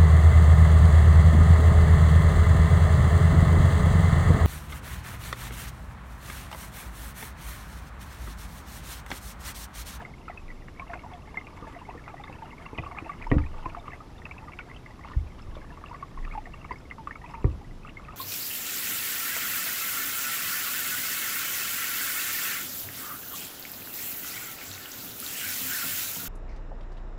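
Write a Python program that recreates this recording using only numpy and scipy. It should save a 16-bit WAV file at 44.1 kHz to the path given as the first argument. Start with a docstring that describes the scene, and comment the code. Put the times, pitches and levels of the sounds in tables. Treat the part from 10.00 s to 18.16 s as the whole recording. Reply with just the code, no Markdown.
"""A plastic kayak glides over a calm lake, heard from its own deck.
From the start, over a faint hiss, a far insect and a low rumble, ripples fold under the bow and trap
air: the bubbles resonate, plipping and gurgling through the shell, which dulls their treble.
From about 1 s, drops, spray and light paddle knocks join in. Near 3.3 s harder knocks boom in the
hollow hull as a heave wobbles the deck; two deep thuds follow, at 5.2 s and 7.4 s."""
import sys
import numpy as np
from scipy import signal
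from scipy.fft import rfft, irfft
from scipy.io import wavfile

SR = 44100
rng = np.random.default_rng(int(sys.argv[2]) if len(sys.argv) > 2 else 0)


def store_pcm(level_fs):
    """Save levels as 16-bit WAV."""
    pcm = np.round(np.clip(level_fs, -1, 1) * 32767).astype(np.int16)
    wavfile.write(sys.argv[1], SR, np.atleast_2d(pcm).T)


N = 359856
TIME = np.arange(N) / SR


def from_db(db):
    """Amplitude ratio of a level: a factor of ten per 20 dB."""
    return 10 ** (np.asarray(db) / 20)


def rms_one(x):
    """Normalisation to unit rms."""
    return x / np.sqrt(np.mean(x ** 2) + 1e-20)


def gain_at(spectrum, hz):
    """Frequency response: the gain at hz, from levels interpolated over log frequency."""
    f, db = np.transpose(spectrum)
    return from_db(np.interp(np.log(hz + 1e-9), np.log(f), db))


def noise(spectrum):
    """Spectral shaping: white noise takes on the given colour; rms 1."""
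    f = np.fft.rfftfreq(N, 1 / SR)
    return rms_one(irfft(rfft(rng.standard_normal(N)) * gain_at(spectrum, f), N))


def band(x, low_hz, high_hz):
    """Band-pass filtering with skirts of 12 dB per octave."""
    return signal.sosfilt(signal.butter(2, [low_hz, high_hz], "band", fs=SR, output="sos"), x)


def drift(corner_hz):
    """Slow random fluctuation: low-passed noise of rms 1."""
    f = np.fft.rfftfreq(N, 1 / SR)
    return rms_one(irfft(rfft(rng.standard_normal(N)) / (1 + (f / corner_hz) ** 2), N))


def add(out, s, sound):
    """Superposition of a short sound that starts at s seconds."""
    i = int(np.clip(s * SR, 0, N - 1))
    out[i:i + len(sound)] += sound[:N - i]


# Spectrum of the hiss: f/Hz, relative level/dB
HISS_SPECTRUM = [(500, 7), (2500, 2), (3500, 1), (4400, -2.5), (5300, -1.5), (6500, -6), (8500, -12),
                 (10200, -10), (12000, -14.5), (14000, -18.5), (15200, -18)]
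def hiss(level_db=-61.5):
    """Stationary broadband noise, weaker toward the treble."""
    return from_db(level_db) * rms_one(band(noise(HISS_SPECTRUM), 400, 19000))


def insect(level_db=-82.5, hz=7550, pulse_hz=8.8, waver=0.122):
    """Amplitude modulation of a narrow noise band: a far insect pulses, a little unevenly."""
    pulsing = np.sin(np.pi * np.cumsum(pulse_hz * (1 + waver * drift(2.2))) / SR) ** 4
    return from_db(level_db) * rms_one(pulsing * band(rng.standard_normal(N), hz - 80, hz + 80))


# Spectrum of the shell's rumble: f/Hz, relative level/dB
RUMBLE_SPECTRUM = [(25, -21), (45, 4.5), (78, 1.5), (105, -1.5), (150, -3), (200, -6.5), (290, -7.5),
                   (400, -12.5), (600, -17.5), (1200, -21.5), (3000, -49.5)]
def rumble(level_db=-46):
    """Random forced vibration: water and breeze drive the shell at low frequencies."""
    return from_db(level_db) * rms_one(band(noise(RUMBLE_SPECTRUM), 33, 3300))


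# Heaves of the boat: t/s at the crest, level/dB, rise time/s
BOAT_HEAVES = [(.5, -40, 0.082), (3.35, -29, 0.094), (3.58, -39, 0.068), (5.19, -46, 0.056),
               (5.52, -40.5, 0.088), (6.23, -30.5, 0.062), (7.45, -47, 0.075), (7.71, -41.5, 0.04)]
def wobble(hz=25.8, waver=0.12, rest_db=-54, fade_db_per_s=72):
    """Damped oscillation: each heave swells a very low vibration of the deck, which then decays."""
    heaving = np.zeros(N)
    for s, db, rise in BOAT_HEAVES:
        onset = np.exp(-(np.minimum(TIME - s, 0) / rise) ** 2)
        heaving += onset * from_db(db - fade_db_per_s * np.maximum(TIME - s, 0))
    pitch = hz * (1 + waver * drift(7.1))
    return (from_db(rest_db) + heaving) * rms_one(np.sin(2 * np.pi * np.cumsum(pitch) / SR))


def hollow(x, decay_s):
    """Reverberation: dense reflections die away exponentially in the hull; unit energy gain."""
    age = TIME[:SR // 4]
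    echoes = rng.standard_normal(len(age)) * np.exp(-age / decay_s)
    return signal.fftconvolve(x, echoes / np.linalg.norm(echoes))[:N]


def ring(force, hz, t60):
    """Damped resonator: a unit impulse starts a decaying sine of amplitude about 1."""
    r, w = from_db(-60 / (t60 * SR)), 2 * np.pi * hz / SR
    return signal.lfilter([0, np.sin(w)], [1, -2 * r * np.cos(w), r * r], force + 1e-18)


# Modes of the hull and the air in it: f/Hz, relative level/dB, T60/s
HULL_MODES = [(55.6, -13, 0.37), (77.2, -10, 0.36), (105.6, -13.5, 0.19), (125.4, -6.5, 0.068),
              (153, -14, 0.15), (219, -12.5, 0.071), (275, -21, 0.13), (291.5, -10, 0.16),
              (328.5, -12, 0.24), (390, -5, 0.043), (471.6, -16.5, 0.15), (523.5, -15, 0.11),
              (760, -13, .05), (960, -12, 0.057), (1124, -4, 0.017), (1890, -5, 0.016), (2120, -13, 0.042),
              (2370, -17.5, 0.087)]
def hull(force):
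    """Modal superposition: each mode responds to the force independently."""
    return sum(from_db(db) * ring(force, hz, t60) for hz, db, t60 in HULL_MODES)


# Paddle knocks: t/s, relative impulse level/dB, contact time/s, f/Hz of the struck panel
PADDLE_KNOCKS = [(0.937, -35.5, 0.00031, 626), (1.624, -35, 0.0016, 480), (1.951, -36, 0.00052, 473),
                 (2.297, -37.5, 0.0008, 546), (2.731, -31.5, 0.0017, 445), (2.785, -30, 0.00035, 688),
                 (2.795, -24.5, 0.0038, 150), (3.024, -32.5, 0.0015, 323), (3.314, -23, 0.0007, 660),
                 (3.316, -15.5, 0.00034, 1910), (3.322, -10.5, 0.0027, 274), (3.353, -23.5, 0.0014, 500),
                 (3.365, -5.5, 0.0046, 318), (3.384, -30, 0.00026, 1234), (3.662, -32.5, 0.0016, 328),
                 (5.164, -7.5, 0.0093, 66), (5.482, -26.5, 0.007, 95), (5.568, -35, 0.0006, 600),
                 (6.714, -37, 0.0015, 393), (7.444, -20.5, 0.00056, 386), (7.446, -6, 0.0072, 113)]
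def knocks(hull_db=-1.0, panel_db=-5.0, panel_t60=0.068, panel_cycles=62.0, shudder_db=-8.5):
    """Impact excitation: a longer contact reaches only the low modes; the panel adds its own note."""
    force, panels = np.zeros(N), np.zeros(N)
    for s, db, contact, hz in PADDLE_KNOCKS:
        push = np.sin(np.pi * np.minimum(TIME[:SR // 4] / contact, 1)) ** 2
        push = from_db(db) * push / push.sum()
        add(force, s, push)
        add(panels, s, ring(push, hz, min(panel_t60, panel_cycles / hz)))
    vibration = from_db(hull_db) * hull(force) + from_db(panel_db) * panels
    radiated = band(vibration, 48.5, 3600)   # the shell cannot radiate the slowest motion
    shudder = band(hollow(radiated, decay_s=0.032), 110, 1500)
    return radiated + from_db(shudder_db) * shudder


def bubble(hz, swell_s, glide):
    """Bubble resonance: trapped air swells into a tone, slides in pitch as it moves, and decays."""
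    age = np.arange(int(9 * swell_s * SR) + 2) / (swell_s * SR)   # in swell times
    pitch = hz * (1 + glide * (np.minimum(age, 6) - 1.5))
    return age * np.exp(1 - age) * np.sin(2 * np.pi * np.cumsum(pitch) / SR)


# Drops falling on the lake: t/s, relative level/dB, f/Hz
WATER_DROPS = [(1.1356, -47.5, 3330), (2.2373, -43, 3610), (2.7778, -38, 2930), (3.2705, -50.5, 5280),
               (3.3014, -45, 2990), (3.7978, -49.5, 3630), (4.1809, -51, 3600), (4.763, -44, 3080),
               (5.4201, -49, 5270), (5.5533, -49, 3520), (6.7253, -49, 4800), (6.785, -51, 5250),
               (7.3108, -51.5, 5240)]
def drops(gain_db=1.0, swell_s=0.0014):
    """Air entrainment: each drop leaves a tiny bubble, which rings as a tick."""
    out = np.zeros(N)
    for s, db, hz in WATER_DROPS:
        add(out, s, from_db(db + gain_db) * bubble(hz, swell_s, glide=0.011))
    return out


# Spectrum of water heard through the shell: f/Hz, relative level/dB
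SHELL_SPECTRUM = [(350, 2), (550, -7.5), (750, 2.5), (1180, 6), (1500, -5.5), (2080, 1), (2300, -7.5),
                  (2550, -1.5), (2950, -15.5), (3700, -18.5), (5300, -18.5), (9000, -11.5)]
def bubble_cloud(low_hz, high_hz, spread_db, cycles, count):
    """Incoherent sum: random small bubbles, weighted by transmission through the shell; rms 1."""
    out = np.zeros(N)
    for when, place, size, length, slide in rng.random((count, 5)):
        hz = low_hz * (high_hz / low_hz) ** place
        gain = gain_at(SHELL_SPECTRUM, hz) * from_db(spread_db * min(-np.log(size), 3))
        swell_s = cycles * (.5 + length) / hz
        add(out, when * N / SR, gain * bubble(hz, swell_s, glide=0.049 * (slide - .4)))
    return rms_one(out)


# Crests breaking into spray: t/s at the middle, level/dB of the fizz, half length/s
BREAKING_CRESTS = [(1.612, -58, 0.0049), (1.658, -72, 0.029), (2.782, -48, 0.0044), (3.22, -63, 0.031),
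                   (3.386, -61, .01), (3.602, -61.5, 0.031), (4.763, -62, 0.0043), (5.1, -60, 0.053),
                   (5.393, -57, 0.0093), (5.554, -58, 0.01)]
def spray(churn_db=10.0):
    """Smaller bubbles resonate higher: a breaking crest makes tiny ones fizz and larger ones churn."""
    burst = sum(from_db(db) * np.exp(-((TIME - s) / length) ** 2) for s, db, length in BREAKING_CRESTS)
    fizz = bubble_cloud(2700, 5600, spread_db=2.5, cycles=1.1, count=6000)
    churn = bubble_cloud(920, 2250, spread_db=2.0, cycles=1.04, count=2500)
    return burst * (fizz + from_db(churn_db) * churn)


# Flow along the hull, as the strength of its gurgle: t/s, relative level/dB
FLOW_LEVELS = [(0, -44), (.15, -60.5), (.35, -56.5), (.68, -66.5), (.88, -52.5), (1.25, -58), (1.5, -52),
               (2.6, -55), (3.25, -51), (3.85, -52.5), (4.08, -62.5), (4.42, -51.5), (5.25, -67),
               (5.72, -56.5), (6.68, -58), (7.05, -72), (7.28, -50.5), (7.75, -72), (8.16, -54.5)]
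def flow():
    """Envelope of the flow: its level and its swing about the mean, in dB at every sample."""
    flow_db = np.interp(TIME, *np.transpose(FLOW_LEVELS))
    return flow_db, flow_db - flow_db.mean()


def ripples(trickle_db=-60.0, trickle_follows=0.47, wash_db=-5.5, surge_db=2.5):
    """Flow noise: a low gurgle, a higher trickle and a soft wash follow the flow and surge together."""
    flow_db, swing_db = flow()
    surge = from_db(surge_db * drift(11.3))
    gurgle = from_db(flow_db) * bubble_cloud(400.4, 1580, spread_db=3.5, cycles=3.1, count=1800)
    trickle = bubble_cloud(1614, 5880, spread_db=7.0, cycles=3.45, count=3000)
    trickle *= from_db(trickle_db + trickle_follows * swing_db)
    wash = from_db(flow_db + wash_db + 4.0 * drift(25)) * band(noise(SHELL_SPECTRUM), 320, 4800)
    return surge * (gurgle + trickle + wash)


# Typical lesser bubbles, at the shell's transmission peaks: f/Hz, peak level/dB, swell time/s
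LESSER_KINDS = [(763, -40.5, 0.0032), (1135, -37.5, 0.0016), (2026, -41.5, 0.0017), (2485, -44, 0.0016)]
def lesser_bubbles(strays_per_s=3.5, strays_follow=.6, split_share=.75, split_delay_s=.007, slots=240):
    """Random births, as rows like BOW_BUBBLES: some split off loud bubbles, strays follow the flow."""
    _, swing_db = flow()
    jitter, stray_chance = rng.random((slots, 2)).T
    stray_times = (np.arange(slots) + jitter) * TIME[-1] / slots
    stray_rate = strays_per_s * from_db(strays_follow * np.interp(stray_times, TIME, swing_db))
    delay, split_chance = rng.random((len(BOW_BUBBLES), 2)).T
    split_times = np.array(BOW_BUBBLES)[:, 0] - split_delay_s * np.log(delay)
    times = np.r_[stray_times, split_times]
    born = np.r_[stray_chance < stray_rate * TIME[-1] / slots, split_chance < split_share]
    hz, db, swell_s = np.array(LESSER_KINDS)[rng.integers(len(LESSER_KINDS), size=len(times))].T
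    pitch, size, length = np.clip(rng.standard_normal((len(times), 3)), -2, 2).T   # scatter
    return np.c_[times, hz * np.exp(0.058 * pitch), db + 1.5 * size, swell_s * np.exp(0.27 * length)][born]


# The loudest bubbles at the bow: t/s, f/Hz, peak level/dB, swell time/s
BOW_BUBBLES = [(0.05, 2075, -33.5, 0.0019), (0.281, 1310, -30.5, .0019), (0.298, 740, -30.5, 0.0023),
               (0.374, 2562, -35.5, 0.0034), (0.502, 1970, -37.5, 0.0029), (0.684, 1770, -32.5, .0005),
               (0.795, 1040, -36.5, 0.0058), (0.796, 2310, -32, 0.0019), (0.818, 1106, -36.5, 0.0047),
               (0.893, 694, -37, 0.012), (0.934, 1600, -29, 0.0013), (0.937, 1020, -28.5, 0.0008),
               (0.954, 745, -36, 0.0049), (1.037, 964, -40, .0067), (1.121, 730, -38.5, 0.011),
               (1.343, 957, -38, 0.0016), (1.371, 2100, -24.5, 0.0037), (1.469, 2430, -37, 0.0012),
               (1.625, 1194, -38.5, 0.0035), (1.748, 2000, -39.5, 0.0019), (1.76, 690, -39, .0057),
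               (1.89, 738, -34, 0.0031), (2.079, 1240, -27.5, 0.00055), (2.139, 700, -36.5, 0.0026),
               (2.197, 812, -37.5, .0059), (2.238, 2060, -37.5, 0.0013), (2.297, 805, -38, .0033),
               (2.421, 900, -35, 0.0048), (2.661, 2720, -40.5, 0.0025), (2.783, 2005, -31.5, 0.0029),
               (2.784, 2496, -27.5, 0.0029), (2.836, 1180, -34, .0021), (2.862, 1140, -33.5, 0.005),
               (2.913, 1140, -32, 0.0013), (2.966, 1234, -37, .0031), (2.986, 2440, -26.5, 0.0016),
               (3.093, 1165, -28, .0048), (3.117, 1980, -38.5, 0.0026), (3.224, 2400, -31.5, 0.0015),
               (3.266, 928, -30, .0039), (3.338, 530, -29, .003), (3.383, 1640, -35, .0015),
               (3.462, 2470, -41, .0029), (3.657, 1022, -26, 0.0044), (3.748, 1190, -27, 0.0011),
               (3.766, 704, -36.5, 0.0069), (3.88, 1180, -30, 0.0017), (3.932, 2005, -35.5, 0.0032),
               (4.003, 1240, -39, 0.0047), (4.254, 2570, -30.5, 0.0013), (4.311, 2335, -32.5, 0.0019),
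               (4.381, 2500, -38.5, 0.0018), (4.479, 1190, -40.5, 0.0051), (4.534, 2280, -35.5, 0.0011),
               (4.589, 2470, -27.5, .0008), (4.591, 1450, -33.5, 0.0017), (4.861, 2050, -38, .0018),
               (5.047, 1100, -33.5, .001), (5.134, 1840, -39.5, 0.0023), (5.565, 556, -43, 0.0082),
               (5.839, 1170, -33.5, 0.0017), (5.911, 965, -36, 0.0051), (5.942, 1135, -37, 0.0051),
               (6.025, 1125, -29, 0.0037), (6.174, 1070, -35.5, 0.0029), (6.249, 1810, -36.5, .0015),
               (6.323, 2400, -37, 0.002), (6.35, 870, -32.5, 0.0041), (6.375, 836, -27, 0.005),
               (6.456, 1900, -36, 0.0021), (6.536, 2720, -41.5, 0.0023), (6.644, 2210, -40, 0.0012),
               (6.708, 997, -27.5, 0.0038), (6.716, 1980, -33.5, 0.0018), (6.911, 2030, -29.5, 0.0016),
               (6.98, 900, -41.5, 0.011), (7.072, 1164, -25.5, 0.002), (7.109, 1830, -29, 0.0019),
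               (7.154, 2225, -40, 0.0022), (7.239, 950, -37, 0.0043), (7.337, 1147, -35.5, .0032),
               (7.339, 936, -33.5, 0.0055), (7.373, 910, -40.5, 0.0055), (7.848, 1250, -36.5, .0027),
               (7.88, 1260, -37, 0.00089), (7.893, 2800, -42, .0013), (7.969, 2130, -36, 0.0036),
               (8.083, 1250, -39, 0.007), (8.106, 1190, -41, 0.0024)]
def plips(glide_spread=0.014, splat_db=-8.5, splat_rise_s=0.00084, splat_decay_s=0.0059):
    """Air entrainment: a folding ripple splats briefly and traps a bubble, which resonates."""
    tones, splat_envelope = np.zeros(N), np.zeros(N)
    age = TIME[:SR // 10]
    fade = np.exp(-age / splat_decay_s) * (1 - np.exp(-age / splat_rise_s))
    glides = glide_spread * rng.standard_normal(size=400)
    for (s, hz, db, swell_s), glide in zip([*BOW_BUBBLES, *lesser_bubbles()], glides):
        add(tones, s, from_db(db) * bubble(hz, swell_s, glide))
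        add(splat_envelope, s, from_db(db) * fade)
    splats = band(splat_envelope * noise(SHELL_SPECTRUM), 440, 3400)
    return tones + from_db(splat_db) * band(splats, 200, 6500)


def scene(reflections_db=-8.0):
    """Superposition at the deck: water, its reflections in the hull, knocks and the background."""
    water = plips() + ripples() + drops() + spray()
    background = hiss()
    reflections = from_db(reflections_db) * hollow(water, decay_s=0.01)
    return (water + reflections + knocks() + wobble() + rumble() + background + insect())[None]


def record(dry):
    """Band limiting: an elliptic low-pass cuts steeply above 15250 Hz."""
    return signal.sosfilt(signal.ellip(12, .1, 90, 15250, fs=SR, output="sos"), dry)


dry = scene()
out = record(dry)
store_pcm(out)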